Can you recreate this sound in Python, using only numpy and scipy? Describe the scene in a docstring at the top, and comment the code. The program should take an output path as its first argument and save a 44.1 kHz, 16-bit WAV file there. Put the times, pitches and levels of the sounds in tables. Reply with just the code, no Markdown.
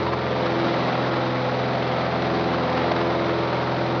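"""A steady, throbbing drone fills the cabin of a small seaplane on a lake.
A six-cylinder engine turns a two-blade propeller; firing and blade tones swell and fade as the
microphone moves through the cabin's standing waves. Under them a rush of exhaust, air and spray
pulses with the engine cycle, and loose trim rattles lightly, now and then with a louder shudder.
A faint whistle slides upward in the first instant."""
import sys
import numpy as np
from scipy import signal
from scipy.fft import rfft, irfft
from scipy.io import wavfile
from scipy.ndimage import map_coordinates

SR = 44100
rng = np.random.default_rng(int(sys.argv[2]) if len(sys.argv) > 2 else 0)


def generate_wav(sig):
    """Save sig (samples, or channels by samples) to the path in sys.argv[1] as 16-bit PCM at SR."""
    pcm = np.round(np.clip(np.atleast_2d(sig).T, -1, 1) * 32767).astype(np.int16)
    wavfile.write(sys.argv[1], SR, pcm)


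N = 176400


def undb(db):
    """Decibels to gain."""
    return 10 ** (np.asarray(db) / 20)


def level(x, db):
    """Scale to an rms level."""
    return x * undb(db) / np.std(x)


def curve(rows):
    """Automation lane: straight lines between (t/s, value) rows."""
    return np.interp(np.arange(N) / SR, *np.array(rows, float).T)


def walk(per_s):
    """Smooth random drift around zero, with per_s new values a second."""
    draws = rng.standard_normal(4096)
    return map_coordinates(draws, [np.arange(N) * per_s / SR + 2], order=2, mode="wrap")


def equalise(x, points):
    """EQ through (f/Hz, level/dB) points on a log-frequency axis."""
    hz, db = np.array(points, float).T
    bin_hz = np.maximum(np.fft.rfftfreq(N, 1 / SR), 1)
    return irfft(rfft(x) * undb(np.interp(np.log(bin_hz), np.log(hz), db)), N)


# Four-stroke cycle rate, with 4 blade passes and 6 firings to a cycle: t/s, f/Hz
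CYCLE_RATE = [(0, 21.16), (0.25, 21.19), (0.5, 21.14), (1.2, 21.13), (2, 21.17), (2.6, 21.18), (3, 21.16),
              (3.4, 21.1), (4, 21.07)]
# Swells of the lead tones (firing, blade pass, blade harmonics): t/s, relative level/dB
FIRING = [(0, -33.5), (0.8, -33), (1.05, -32), (1.4, -30.5), (2, -32.5), (2.6, -35), (3.2, -34), (4, -30.5)]
BLADE = [(0, -38), (0.3, -42), (0.7, -49.5), (1.3, -49), (1.8, -46.5), (2.4, -41), (3, -41.5), (4, -46)]
BLADE_2ND = [(0, -52), (0.6, -38), (0.9, -35), (1.25, -57.5), (2.45, -34), (3, -38), (3.8, -39.5)]
BLADE_3RD = [(0.25, -51), (0.5, -37), (0.9, -34), (1.13, -39), (1.4, -34.5), (2, -38.5), (2.3, -36),
             (2.85, -33), (3.3, -54), (3.7, -39.5)]
BLADE_4TH = [(0, -31.9), (0.12, -31.5), (0.3, -54), (0.62, -26.6), (0.9, -49), (1.12, -31.3), (1.35, -34.7),
             (1.55, -50), (1.8, -35.4), (2.08, -46), (2.36, -29.6), (2.54, -32.5), (2.68, -42.6),
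             (3, -29.2), (3.3, -29), (3.6, -40.6), (3.9, -31.8)]
BLADE_5TH = [(0.07, -33.5), (1.35, -48.5), (1.68, -34.5), (1.96, -42.5), (2.39, -33), (2.69, -47),
             (2.92, -33), (3.22, -34), (3.93, -37)]
BLADE_6TH = [(0.2, -40), (0.43, -28.5), (0.6, -39), (1.05, -33.5), (1.5, -29.8), (1.72, -37.5), (2, -33.6),
             (2.27, -52), (2.72, -29.7), (2.92, -36), (3.1, -32), (3.65, -41), (4, -37.5)]
BLADE_7TH = [(0.55, -43), (1.4, -42.5), (2.65, -45), (2.9, -34.5), (3.12, -42.5), (3.3, -37.5), (3.75, -36),
             (4, -43)]
BLADE_8TH = [(0.07, -47), (0.68, -40.5), (1.31, -51), (1.77, -32.5), (1.95, -42.5), (2.12, -32),
             (2.59, -48), (3.17, -33.5), (3.39, -43), (3.93, -45)]
BLADE_9TH = [(0, -48), (0.78, -38.5), (0.96, -33), (1.1, -47), (1.4, -43.5), (1.65, -37), (2, -36),
             (2.35, -33.5), (2.65, -36.5), (3.3, -49.5), (4, -38.5)]
BLADE_11TH = [(0.1, -42.5), (1.2, -50.5), (3.05, -44), (3.45, -38), (3.95, -40.5)]
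# Lead tones: order (multiple of the cycle rate) -> its swells
LEAD_TONES = {6: FIRING, 4: BLADE, 8: BLADE_2ND, 12: BLADE_3RD, 16: BLADE_4TH, 20: BLADE_5TH, 24: BLADE_6TH,
              28: BLADE_7TH, 32: BLADE_8TH, 36: BLADE_9TH, 44: BLADE_11TH}
# Bed of softer engine and propeller tones: order, relative level/dB
BED_TONES = [(7, -48.8), (9, -38.1), (10, -44.4), (11, -45.0), (13, -50.9), (14, -46.2), (15, -44.4),
             (17, -49.8), (18, -47.8), (19, -47.5), (21, -45.8), (22, -47.2), (25, -41.5), (26, -40.4),
             (27, -49.4), (29, -41.9), (30, -47.1), (31, -46.0), (33, -43.4), (34, -48.9), (37, -47.4),
             (39, -46.3), (40, -43.7), (41, -50.7), (42, -49.9), (43, -46.3), (45, -46.1), (48, -44.3),
             (49, -51), (51, -50), (52, -46.6), (53, -50), (56, -45.1), (59, -51), (60, -48.1), (62, -52),
             (63, -51), (64, -48.8), (66, -49.2), (73, -51)]


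def drone(cycles, jitter_s=.00002, dispersion_cycles=.132, deepest_fade=.74, deepest_fade_hz=587):
    """Engine and propeller tones locked to one slightly uneven shaft, fading in the standing waves."""
    cycle_hz = curve(CYCLE_RATE).mean()
    angle = 2 * np.pi * (cycles + cycle_hz * jitter_s * walk(per_s=34))

    def phase(order):
        """The cabin delays higher tones more, which smears the pulses into a smooth drone."""
        return order * angle - np.pi * dispersion_cycles * order ** 2

    tones = np.zeros(N)
    for order, swells in LEAD_TONES.items():
        swell = curve([(at, undb(db + .2)) for at, db in swells])  # linear gain: broad tops, narrow dips
        tones += swell * np.cos(phase(order))
    for order, db in BED_TONES:
        steady, quadrature = np.cos(phase(order)), np.sin(phase(order))
        fade = deepest_fade * min(order * cycle_hz / deepest_fade_hz, 1)  # higher tones fade more deeply
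        wandering = (walk(per_s=3.447) * steady + walk(per_s=3.447) * quadrature) / np.sqrt(2)
        tones += undb(db + .1) * (np.sqrt(1 - fade ** 2) * steady + fade * wandering)
    return np.sqrt(2) * tones


# Tremolo on the rush and the rattle: order, depth/dB
TREMOLO = [(2, 1.2), (3, 0), (4, 0.6), (6, 0.64)]


def throb(cycles, lull_at_cycles=.24, lull_width_cycles=.12, lull_db=-2):
    """Gain that sags once in each engine cycle and ripples with the shaft, blades and firings."""
    from_lull = (cycles - lull_at_cycles + .5) % 1 - .5
    lull = np.exp(-(from_lull / lull_width_cycles) ** 2)
    ripple_db = sum(db * np.cos(2 * np.pi * (order * cycles + rng.random())) for order, db in TREMOLO)
    return undb(lull_db * lull + ripple_db)


# EQ of the rush, fullest in the low mids: f/Hz, relative level/dB
RUSH_EQ = [(25, -91.5), (55, -78.5), (100, -68), (200, -61), (360, -56.5), (450, -59), (530, -56),
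           (630, -57), (900, -60), (1300, -62), (1600, -65), (2100, -65.5), (2900, -72.5), (3900, -71),
           (4500, -76), (5100, -80), (5500, -86.5), (6000, -89), (6500, -101), (7000, -110)]
# Slow fader ride shared by the rush and the rattle: t/s, relative level/dB
NOISE_RIDE = [(0.22, -2.5), (0.42, -0.2), (0.7, 0.7), (0.95, 0.1), (1.1, -0.85), (1.6, -1.3), (2.05, -0.5),
              (2.22, -1.4), (2.35, -0.5), (2.65, -1), (2.8, 0.5), (3.05, -1), (3.45, -1.2), (4, -2)]


def rush(pulsing, flicker_db=.44):
    """Turbulent exhaust, air and spray heard through the cabin walls."""
    gain = pulsing * undb(curve(NOISE_RIDE) + flicker_db * walk(per_s=37))
    turbulence = gain * rng.standard_normal(N)
    return level(equalise(turbulence, RUSH_EQ), db=-27.5)


# Midrange voice of the loose trim, for rattle and shudders: f/Hz, relative level/dB
TRIM_EQ = [(200, -19.5), (700, 10.5), (1400, 3.5), (2800, -8), (4100, -8.5), (5500, -18.5), (7000, -46.5)]


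def rattle(pulsing, ticks_per_s=110, spread_db=1, decay_s=.0053):
    """Small ticks of loose trim shaken by the engine, crowding on the crests of the throb."""
    hits = rng.random(N) < pulsing ** 2 * ticks_per_s / SR
    strength = undb(spread_db * np.clip(rng.standard_normal(N), -2, 2))
    envelope = signal.lfilter([1], [1, -np.exp(-1 / (decay_s * SR))], hits * strength)
    ticks = equalise(envelope * rng.standard_normal(N), TRIM_EQ)
    return level(ticks, db=-37) * undb(curve(NOISE_RIDE))


# The whistle's glide: start t/s, end t/s, first f/Hz, last f/Hz, centre level/dB
WHISTLE_GLIDE = (0, .19, 845, 1115, -34.5)


def whistle(waver=.015, fade_s=.048, throb_db=4, crest_s=.043):
    """A short unsteady whistle that slides upward and throbs with the engine."""
    start, end, first_hz, last_hz, db = WHISTLE_GLIDE
    t = np.arange(N) / SR
    hz = curve([(start, first_hz), (end, last_hz)]) * (1 + waver * walk(per_s=90))
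    tone = np.sqrt(2) * np.sin(2 * np.pi * np.cumsum(hz) / SR)
    envelope = np.clip(np.minimum(t - start, end - t) / fade_s, 0, 1)
    swell_db = throb_db * np.cos(2 * np.pi * curve(CYCLE_RATE) * (t - crest_s))
    return undb(db + swell_db) * envelope * tone


# Accents where the trim shudders: t/s, level/dB at the crest
SHUDDER_CUES = [(.069, -24), (.137, -22.5), (.467, -23), (.74, -25), (2.224, -21), (2.547, -24.5),
                (2.779, -22), (2.92, -20.5), (2.966, -23.5), (3.016, -23), (3.11, -24)]


def shudders(rise_s=.006, stop_s=.003):
    """Now and then the trim buzzes up for an instant and stops short."""
    t = np.arange(N) / SR
    envelope = np.zeros(N)
    for at, db in SHUDDER_CUES:
        envelope += undb(db) * np.exp(-np.maximum((at - t) / rise_s, (t - at) / stop_s))
    buzz = level(equalise(rng.standard_normal(N), TRIM_EQ), db=0)
    return envelope * buzz


def scene():
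    """The mono cabin mix, with one engine cycle driving drone, rush and rattle."""
    cycles = np.cumsum(curve(CYCLE_RATE)) / SR
    pulsing = throb(cycles)
    return (drone(cycles) + rush(pulsing) + rattle(pulsing) + whistle() + shudders())[None]


def record(dry):
    high_cut = signal.ellip(10, rp=.2, rs=80, Wn=6950, fs=SR, output="sos")
    return signal.sosfilt(high_cut, dry)


dry = scene()
out = record(dry)
generate_wav(out)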